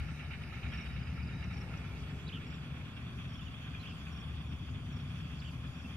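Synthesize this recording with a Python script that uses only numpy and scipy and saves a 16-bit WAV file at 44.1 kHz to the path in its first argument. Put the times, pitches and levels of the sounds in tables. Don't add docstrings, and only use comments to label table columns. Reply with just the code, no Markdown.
import sys
import numpy as np
from scipy import signal
from scipy.fft import rfft, irfft, next_fast_len
from scipy.io import wavfile
from scipy.ndimage import uniform_filter1d, map_coordinates

SR = 44100
rng = np.random.default_rng(int(sys.argv[2]) if len(sys.argv) > 2 else 0)


def store_wav(level_fs):
    pcm = np.round(np.clip(np.atleast_2d(level_fs), -1, 1) * 32767)
    wavfile.write(sys.argv[1], SR, pcm.T.astype(np.int16))


def amplitude_ratio(level_db):
    exponent = np.asarray(level_db, float) / 20
    return 10 ** exponent


N = 262836
TIME = np.arange(N) / SR

# time_s, turn_0_to_1
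HAND_TURN = [
    (0, 0.06),
    (1.5, 0.05),
    (2.1, 0.52),
    (2.5, 0.55),
    (3.5, 0.99),
    (5.96, 0.85),
]

# time_s, level_db
CHORUS = [(0, -68), (1.3, -70.5), (1.75, -68), (2.7, -72), (4.2, -70.5), (4.8, -70.5), (5.36, -70),
          (5.96, -69)]
# freq_hz, density_db_per_hz, left_right_db
HISS_COLOURS = [
    [(4300.0, -2.5, 3), (4900.0, 4.5, 1), (5500.0, -7.5, 15), (5900.0, -4, 0.5), (6500.0, -8, 11), (6570, -9.5, -3), (8350, -15.5, 8), (8700, -6, -3), (9150, -10.5, -2), (9900.0, -13, 0), (10600, -13, 4), (11500, -12, 4.5), (12600, -19.5, -3), (15300, -18, 4)],
    [(4360, -11, -18), (4540, 7.5, 2.5), (5140, 2.5, 4.5), (5200, 0.5, -3), (5800, 2, 1), (7040, -6, 17), (7000, -10.5, -14), (8283, -10.5, -7.5), (8600, -3, 7.5), (9300.0, -9, -6), (10040, -9, -3), (11040, -4, 5.5), (11640, -11.5, -5), (15500.0, -13.5, 5)],
]
# freq_hz, likeness_0_to_1, left_lead_rad
HISS_PORTS = [
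    [(4300.0, 0.25, -2.5), (4900.0, 0.42, -4.5), (5500.0, 0.41, -6.5), (5900.0, 0.24, -8.9), (6500.0, 0.11, -10.6), (7000.0, 0.08, -12.6), (8000.0, 0.07, -12.2), (8700.0, 0.21, -11.4), (9300.0, 0.1, -9.7), (9900.0, 0.15, -9.4), (10400.0, 0.12, -11.7), (11600.0, 0.39, -9.3), (12500.0, 0.02, -8.1), (15500.0, 0.14, -9.5)],
    [(4300.0, 0.25, 2.7), (4800.0, 0.3, 3.5), (5150.0, 0.41, 2.7), (5600.0, 0.26, -0.5), (6100.0, 0.49, -2.7), (6700.0, 0.19, -1.1), (7200.0, 0.18, -0.6), (8200.0, 0.01, -0.2), (8700.0, 0.43, -0.1), (9300.0, 0.06, 0.9), (9900.0, 0.04, -2.1), (11100.0, 0.39, -4.9), (11500.0, 0.3, -3.2), (15500.0, 0.08, -2.0)],
]
HISS_FOLLOWS = 0.46
# start_s, length_s, level_db
BUZZES = [
    (2.089, 0.18, -66.5),
    (2.432, 0.16, -65),
    (5.37, 0.16, -66),
    (5.733, 0.12, -69),
]
# start_s, level_db, pitch_hz, left_right_db
SOIL_TICKS = [
    (1.442, -50, 5700, 7),
    (1.511, -68, 5500, 4),
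    (1.775, -49.5, 5800, 11),
    (4.921, -65, 6500, -5),
    (5.162, -70, 5900, 1),
]

# top_note_s, level_db, lead_in_stretch, lead_in_lift_hz, pause_cut_s
PHRASES = [
    (2.283, -47, 1, 0, .001),
    (3.822, -51, 1.6, 170, .0025),
    (5.4065, -52, .25, 250, .0025),
]
# time_from_top_s, pitch_hz, level_db
DIVE = [
    (-.018, 3830, -30),
    (-.013, 3830, -6),
    (-.005, 3930, -4),
    (-.003, 4150, -7),
    (0, 5080, -12),
    (.0045, 4150, -7),
    (.0075, 3750, -1),
    (.02, 2300, -2),
    (.0235, 2200, -40),
]
# time_from_top_s, pitch_hz, level_db, warble_depth_hz
WARBLE = [
    (.031, 2100, -40, 0),
    (.035, 2250, -5, 0),
    (.047, 3100, 1, 0),
    (.052, 3380, 0, 80),
    (.058, 3350, -2, 340),
    (.092, 3060, -2.5, 380),
    (.104, 2850, -9, 280),
    (.112, 2750, -40, 100),
]
WARBLE_HZ, FIRST_DIP_S, DIP_LOUDER_HZ_PER_DB = 112, .0575, 75
WARBLE_SKEW, RASP_DB = .65, 1.1
DULL_DB_PER_HZ2 = 2.2e-5
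PHRASE_ECHO_DB = -63
# start_s, peak_db, left_right_db
TRIPLES = [
    (0.737, -59, 5.0),
    (1.532, -60, 4.0),
    (2.468, -63.5, 1),
    (3.297, -63.5, 5),
    (4.126, -63, 5),
    (4.9274, -66, 3),
    (5.75, -68, 3.0),
]
# start_s, level_db
CHIPS = [(.85, -70), (.944, -71), (.986, -68), (1.024, -64.5), (1.064, -64.5), (1.098, -70), (1.125, -71),
         (1.16, -70), (1.192, -70), (1.223, -65), (1.268, -64), (1.3, -70), (1.325, -68), (1.365, -69),
         (1.385, -70), (1.42, -70), (5.664, -71), (5.734, -72)]
CHIP_S, CHIP_FROM_HZ, CHIP_TO_HZ = .019, 5200, 4500
# start_s, length_s, from_hz, to_hz, level_db
SLURS = [(5.394, .016, 4000, 5600, -61), (5.389, .014, 4400, 4950, -69), (5.416, .01, 3500, 3350, -59),
         (5.42, .013, 2600, 2500, -58), (3.914, .022, 2720, 2690, -61), (5.433, .018, 4900, 4350, -70),
         (5.472, .015, 4800, 4350, -70), (5.508, .017, 4950, 4300, -68.5), (3.762, .01, 2560, 2620, -58),
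         (.712, .026, 3300, 3050, -61), (.8, .06, 3820, 3800, -70), (.87, .048, 3800, 3790, -66.5),
         (3.744, .012, 2480, 2400, -54), (3.754, .014, 3350, 3150, -57), (5.84, .032, 2720, 2670, -58),
         (1.3, .125, 3750, 3920, -69), (1.425, .035, 3950, 4010, -70), (3.387, .021, 3150, 2850, -61),
         (3.408, .017, 2740, 2850, -60), (3.461, .017, 3100, 2820, -59), (3.477, .018, 2800, 2680, -58),
         (3.351, .012, 3370, 3330, -58), (3.416, .011, 3500, 3350, -60), (2.429, .009, 2600, 2520, -56),
         (1.86, .03, 3300, 3700, -66)]
PHRASE_PAN_DB, CHIP_PAN_DB, SLUR_PAN_DB = -3.5, 1, -4.5

# time_s, level_db
HUM = [(0, -57), (.31, -43.5), (.61, -62), (1.11, -47), (1.23, -52), (1.3, -46), (1.68, -53.5), (2.11, -64),
       (2.3, -70), (2.72, -52.5), (3.45, -52), (3.52, -57), (4.26, -50.5), (4.32, -45.5), (5.83, -49),
       (5.96, -45.5)]
HUM_HZ = 75.54
# pitch_hz, level_db
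OVERTONES = [
    (355.3, -70.5),
    (398.4, -68),
    (436.0, -68.5),
]

# time_s, gain_db
CARRY = [(0, 1.5), (.41, -0.5), (.75, 3.5), (1.13, 0.5), (1.36, 0.5), (1.8, -0.5), (2.5, 0), (3.54, 1),
         (4.0, 1.5), (4.76, -2.5), (5.09, 1), (5.61, -1.5), (5.96, -1)]
# freq_hz, density_db_per_hz, left_right_db
DRONE_COLOURS = [
    [(360, -4.5, -7), (526, -6, 3), (900, -4.5, -2), (980, -9.5, 4.5), (1415, -1.5, -1.5), (1590, -7, 1), (1700, -2, 1.5), (1900, -5.5, -8.5), (2240, -0.5, -4), (3010, -5, -0.7), (3300, -16.5, 10), (3740, -10, -6), (4380, -23, -2)],
    [(354, -7, -13.5), (525, -4, 4), (714, -3, 2), (964, -7, 2), (1050, -1.5, 2.5), (1420, -4, -3), (1990, -6.5, -0.5), (2400, -6.5, 6), (2457, -1.5, -4), (2890, -7, -3), (3340, -1.5, -3.5), (3610, -6, -3), (3980, -26.5, -11), (4375, -21, 18.5)],
]
# freq_hz, likeness_0_to_1, left_lead_rad
DRONE_PORTS = [
    [(350.0, 0.89, -0.1), (500.0, 0.71, -0.5), (780.0, 0.74, -0.3), (1000.0, 0.33, -0.5), (1350.0, 0.71, 0.2), (1550.0, 0.49, 0.7), (1720.0, 0.67, 0.8), (2050.0, 0.58, -2.2), (2350.0, 0.79, -0.0), (2800.0, 0.59, 1.1), (3300.0, 0.08, 2.8), (3780.0, 0.46, 1.4), (4300.0, 0.25, 3.8)],
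    [(350.0, 0.88, -0.1), (520.0, 0.51, -0.3), (700.0, 0.59, -0.4), (950.0, 0.52, -0.1), (1100.0, 0.69, -0.2), (1450.0, 0.34, 0.5), (1950.0, 0.31, 3.0), (2250.0, 0.29, 0.8), (2580.0, 0.73, 0.9), (2950.0, 0.34, 2.6), (3400.0, 0.72, 1.4), (3600.0, 0.61, 2.2), (3950.0, 0.37, 4.6), (4300.0, 0.25, 2.7)],
]
HIGH_DB, LOW_DB, LOW_TURNS_DB = -56.5, -62, -4
SURGE_S, SURGE_WIDTH_S, SURGE_DB = 1.75, .2, 2.5
# start_s, peak_db
KNOCKS = [(.003, -33), (.1945, -36.5), (0.3207, -34.5), (.334, -35.5), (.436, -36.5), (.535, -42),
          (.5546, -39), (.6639, -34.5), (.725, -32), (.7851, -34.5), (.9553, -43), (1.062, -43),
          (1.29, -36), (1.4267, -35.5), (1.7384, -39), (1.765, -40), (1.86, -42), (2.078, -46),
          (2.095, -41), (2.19, -44), (2.21, -48), (3.242, -39), (3.7474, -39), (4.0627, -46), (4.7533, -42),
          (5.1607, -37.5)]
TAP_DB, TAP_TURNS_DB, TAP_SCATTER_DB, TAP_SCATTER_S = -40.5, -3, 2.5, 0.007
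# start_s, peak_db
PINGS = [(.0034, -52), (0.088, -37), (0.307, -39), (.5252, -35.5), (.7417, -48), (1.178, -37.5),
         (1.2886, -39), (1.5131, -36), (1.739, -36), (1.8497, -38), (2.076, -45), (2.371, -39),
         (2.862, -44.5), (3.4008, -45.5), (3.9523, -46), (4.4059, -48)]
PLATE_HZ, PLATE_SPREAD, PLATE_TURNS_DB = 1350, 0.02, -14

# time_s, cycles_done
CYCLE = [(-.022, -1), (.087, 0), (.526, 4), (1.178, 10), (1.737, 15), (2.077, 18), (3.086, 27), (3.952, 35),
         (4.406, 39), (5.763, 51), (5.99, 53)]
# time_s, level_db
LOAD = [(0.0, -36), (0.15, -47), (0.18, -61), (0.28, -42), (0.61, -49.5), (0.65, -40.5), (0.78, -42.5),
        (0.83, -50), (0.93, -39.5), (2.29, -46.5), (3.9, -43.5), (4.26, -47.5), (4.3, -43), (5.19, -45.5),
        (5.71, -44.5), (5.73, -57), (5.79, -49), (5.96, -52)]
# freq_hz, density_db_per_hz
BOOM = [
    (15, -43),
    (25, -35),
    (65, -0.5),
    (125, -8),
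    (160, -32),
    (280, -120),
]
# freq_hz, density_db_per_hz
THROB = [
    (56, -37),
    (95, -4),
    (161, 1),
    (188, -7),
    (248, -8.5),
    (330, -23),
    (420, -27),
    (550, -39),
    (920, -120),
]
BOOM_DB, THROB_DB, THROB_FOLLOWS = -2, -44.5, 0.12


def unit(x):
    return x / np.sqrt(np.mean(x ** 2) + 1e-20)


def along(points, hz):
    f, *cols = np.transpose(points)
    return [np.interp(np.log(hz + 1), np.log(f + 1), c) for c in cols]


def curves(rows, t=TIME):
    s, *cols = np.transpose(rows)
    return [np.interp(t, s, c) for c in cols]


def wobble(rate_hz, t=TIME):
    return map_coordinates(rng.standard_normal(int(N * rate_hz / SR) + 4), [t * rate_hz])


def filtered(x, response):
    m = next_fast_len(N + SR // 4)
    return irfft(rfft(x, m) * response(np.fft.rfftfreq(m, 1 / SR)), m)[..., :N]


def patchy(depth_db):
    z = signal.stft(rng.standard_normal((2, N + 512)), nperseg=512)[2]
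    field = rng.standard_normal(z.shape[1:])
    field = uniform_filter1d(uniform_filter1d(field, 6, 0), 8, 1)
    return signal.istft(z * amplitude_ratio(depth_db * unit(field)), nperseg=512)[1][:, :N]


def heard(pair, colour, ports):
    def port(hz, sign):
        (db, pan_db), (alike, lead_rad) = along(colour, hz), along(ports, hz)
        alike = (hz < 11800) * np.clip(alike, 0, 1) ** .8
        u = np.arccos(alike) / 2
        inside = (hz > .9 * ports[0][0]) & (hz < 1.02 * ports[-1][0])
        gain = inside * amplitude_ratio(db + sign * pan_db / 2) * np.exp(.5j * sign * lead_rad)
        return gain * [np.cos(u), sign * np.sin(u)]
    return np.array([filtered(pair, lambda hz: port(hz, sign)).sum(0) for sign in (1, -1)])


def turning(pair, colours, ports):
    angle = np.pi / 2 * np.clip(curves(HAND_TURN)[0], 0, 1)
    facing = unit(heard(pair, colours[0], ports[0]))
    turned = unit(heard(pair[::-1] * [[1], [-1]], colours[1], ports[1]))
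    return np.cos(angle) * facing + np.sin(angle) * turned


def add(mix, s, sound, pan_db):
    spot = mix[:, round(s * SR):][:, :len(sound)]
    spot += amplitude_ratio([[pan_db / 2], [-pan_db / 2]]) * sound[:spot.shape[1]]


def whistle(hz):
    return np.sin(2 * np.pi * np.cumsum(hz) / SR)


def cycle(t=TIME):
    return 2 * np.pi * curves(CYCLE, t)[0]


def throb(depth_db):
    angle = cycle()
    swell = np.cos(angle - .9) + .5 * np.cos(2 * angle - .8)
    return amplitude_ratio(depth_db * (1.5 - 0.3 * curves(HAND_TURN)[0]) * swell)


def insect_hiss():
    level_db = curves(CHORUS)[0] + HISS_FOLLOWS * curves(CARRY)[0] + 2.5 + 0.35 * wobble(12.0)
    return throb(depth_db=0.2) * amplitude_ratio(level_db) * turning(patchy(depth_db=2.5), HISS_COLOURS, HISS_PORTS)


def insect_buzzes():
    pulses = np.zeros((2, N))
    band = unit(filtered(rng.standard_normal((2, N)), lambda hz: np.exp(-((hz - 7400) / 220) ** 2)))
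    for s, length, db in BUZZES:
        t = np.arange(int(length * SR)) / SR
        wings = 0.45 + np.sin(np.pi * 95 * t) ** 2
        add(pulses, s, amplitude_ratio(db - 9.5) * wings * np.sin(np.pi * t / length) ** 0.3, 1.5)
    return pulses * band


def soil_ticks():
    mix = np.zeros((2, N))
    t = np.arange(SR // 100) / SR
    for s, db, hz, pan_db in SOIL_TICKS:
        snap = np.sin(2 * np.pi * hz * t) + 0.66 * np.sin(2 * np.pi * 0.96 * hz * t)
        snap *= 1 - np.exp(-t / 0.00065)
        add(mix, s, amplitude_ratio(db + 0.5 - 60 * t / 0.012) * snap, pan_db)
    return mix


def echoes(x):
    t = np.arange(SR // 5) / SR
    scatter = rng.standard_normal((2, len(t))) * amplitude_ratio(-60 * t / 0.16)
    return signal.fftconvolve(x, scatter / np.linalg.norm(scatter[0]), axes=1)[:, :N]


def far_birds(mix, wet):
    notes = [(*row, SLUR_PAN_DB) for row in SLURS]
    for s, db in CHIPS:
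        notes.append((s, CHIP_S, CHIP_FROM_HZ, CHIP_TO_HZ, db - 2.0, CHIP_PAN_DB))
    for s, db, pan_db in TRIPLES:
        for k, step_db in [(-.55, -7), (0, 2.2), (1, 3.3), (2, 3)]:
            notes.append((s - .003 + k * .037, .02, 5680, 5280, db - 6.5 + step_db, pan_db))
    for s, length, from_hz, to_hz, db, pan_db in notes:
        u = np.linspace(0, 1, int(length * SR))
        breath = amplitude_ratio(db + 5.0 + 1.9 * wobble(146, u * length))
        swell = np.sin(np.pi * u) ** (0.39 + 0.0041 / length)
        note = breath * swell * whistle(from_hz + (to_hz - from_hz) * u ** 1.36)
        add(mix, s, note, pan_db)
        add(wet, s, amplitude_ratio(-6) * note, pan_db)


def near_bird(mix, wet):
    for s, db, stretch, lift_hz, hurry_s in PHRASES:
        t = np.arange(int(.15 * SR)) / SR - .03
        t = t + hurry_s * (t > .025)
        rows = [(*row, 0) for row in DIVE] + WARBLE
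        hz, shape_db, depth_hz = curves(rows, np.where(t < 0, t / stretch, t))
        dip = 2 * np.pi * WARBLE_HZ * (t - FIRST_DIP_S)
        dip = dip + WARBLE_SKEW * np.cos(dip)
        hz = hz + lift_hz * np.where(t < .002, 1, -.5 * (t > .05))
        pitch_hz = hz - depth_hz * np.cos(dip)
        dulled = (t > -.003) * (shape_db > -29)
        shape_db = shape_db - lift_hz * DULL_DB_PER_HZ2 * np.clip(pitch_hz - 2900, 0, None) * dulled
        dip_db = depth_hz / DIP_LOUDER_HZ_PER_DB * np.cos(dip - .4)
        level_db = db + shape_db + RASP_DB * wobble(300, t + .03) + dip_db
        call = amplitude_ratio(level_db) * whistle(pitch_hz) * (shape_db > -39)
        add(mix, s - .03, call, PHRASE_PAN_DB)
        add(wet, s - .03, amplitude_ratio(PHRASE_ECHO_DB - db) * call, PHRASE_PAN_DB)


def birds():
    mix, wet = np.zeros((2, N)), np.zeros((2, N))
    far_birds(mix, wet)
    near_bird(mix, wet)
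    return mix + echoes(wet)


def second_machine():
    level_db, = curves(HUM)
    line = amplitude_ratio(level_db + 3.0 + 1.2 * wobble(2.47)) * whistle(HUM_HZ + .5 * wobble(3.07))
    overtones = np.zeros(N)
    for hz, db in OVERTONES:
        overtones += amplitude_ratio(db + 4.5 + 1.5 * wobble(6.0)) * whistle(hz + 2.48 * wobble(4))
    passing = np.exp(-((TIME - 2.2) / .5) ** 2)
    return amplitude_ratio([[1.1], [-1.1]]) * (line + passing * overtones)


def valve_taps():
    cycle_s, done = np.transpose(CYCLE)
    s = np.interp(np.arange(done[-1]), done, cycle_s)
    late, size = rng.standard_normal((len(s), 2)).T
    level_db = TAP_DB + TAP_TURNS_DB * curves(HAND_TURN, s)[0] + TAP_SCATTER_DB * size
    return list(zip(s + TAP_SCATTER_S * late, level_db))


def valve_bursts():
    bursts = np.zeros((2, N))
    t = np.arange(SR // 8) / SR
    decay = (amplitude_ratio(-60 * t / 0.031) + 0.73 * amplitude_ratio(-60 * t / 0.21)) * (1 - np.exp(-t / 0.001))
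    for s, db in KNOCKS + valve_taps():
        add(bursts, s - .001, amplitude_ratio(db - 14.5) * decay, 0)
    return bursts


def cover_plate():
    plate = np.zeros((2, N))
    t = np.arange(SR // 8) / SR
    for s, db in PINGS:
        hz = PLATE_HZ * (1 + PLATE_SPREAD * rng.standard_normal())
        ping = amplitude_ratio(db - 60 * t / 0.034) * (1 - np.exp(-t / 0.0049)) * np.sin(2 * np.pi * hz * t)
        add(plate, s - .003, ping, PLATE_TURNS_DB * curves(HAND_TURN, s)[0])
    return plate


def engine_drone():
    def above(hz, edge_hz):
        return hz ** 4 / (hz ** 4 + edge_hz ** 4)

    def clatter_tone(hz):
        return above(hz, edge_hz=1430) * (1 - 0.62 * above(hz, edge_hz=3260))

    high_db = HIGH_DB + curves(CARRY)[0]
    low_db = LOW_DB + LOW_TURNS_DB * curves(HAND_TURN)[0] + .5 * wobble(3.13)
    low_db = low_db + SURGE_DB * np.exp(-((TIME - SURGE_S) / SURGE_WIDTH_S) ** 2)
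    grain = amplitude_ratio(1.16 * wobble(70))
    clatter = filtered(grain * valve_bursts() * rng.standard_normal((2, N)), clatter_tone)
    high = grain * throb(depth_db=0.6) * amplitude_ratio(high_db) * patchy(depth_db=1.35)
    high = filtered(high, lambda hz: np.sqrt(above(hz, edge_hz=1260)))
    low = amplitude_ratio(low_db + 7.0) * patchy(depth_db=0.0)
    low = filtered(low, lambda hz: np.sqrt(1 - above(hz, edge_hz=1200)))
    return amplitude_ratio(-52.5) * turning(clatter + high + low, DRONE_COLOURS, DRONE_PORTS) + cover_plate()


def exhaust(spectrum, level_db, blur_hz, noise_db):
    t = TIME[::16]
    angle = cycle(t)
    orders = np.zeros(len(t))
    for k in range(3, 60):
        firing = amplitude_ratio(2.5) if k % 4 == 0 else 1
        orders += firing * (wobble(blur_hz, t) * np.cos(k * angle) + wobble(blur_hz, t) * np.sin(k * angle))
    sources = (np.interp(TIME, t, orders), *rng.standard_normal((2, N)))
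    mid, air, side = [unit(filtered(x, lambda hz: amplitude_ratio(along(spectrum, hz)[0]))) for x in sources]
    mid = unit(mid + amplitude_ratio(noise_db) * air)
    side = amplitude_ratio(-22 + 450 / spectrum[2][0]) * side
    return amplitude_ratio(level_db) * (amplitude_ratio([[.9], [-.9]]) * mid + side * [[1], [-1]])


def engine_exhaust():
    load_db, = curves(LOAD)
    throb_db = THROB_DB + THROB_FOLLOWS * (load_db - load_db.mean())
    flutter_db = 1.3 * np.cos(4 * cycle() + wobble(2)) + 1.5 * wobble(45)
    boom = exhaust(BOOM, load_db + BOOM_DB, blur_hz=1.478, noise_db=-6)
    return boom + exhaust(THROB, throb_db + flutter_db - .4, blur_hz=2.5, noise_db=-4.5)


def scene():
    field = insect_hiss() + insect_buzzes() + soil_ticks() + birds()
    return field + second_machine() + engine_drone() + engine_exhaust()


def band_limit(x):
    return signal.sosfilt(signal.butter(12, 15730, fs=SR, output="sos"), x)


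def record(dry):
    mix = dry - .0006
    return band_limit(mix)


dry = scene()
out = record(dry)
store_wav(out)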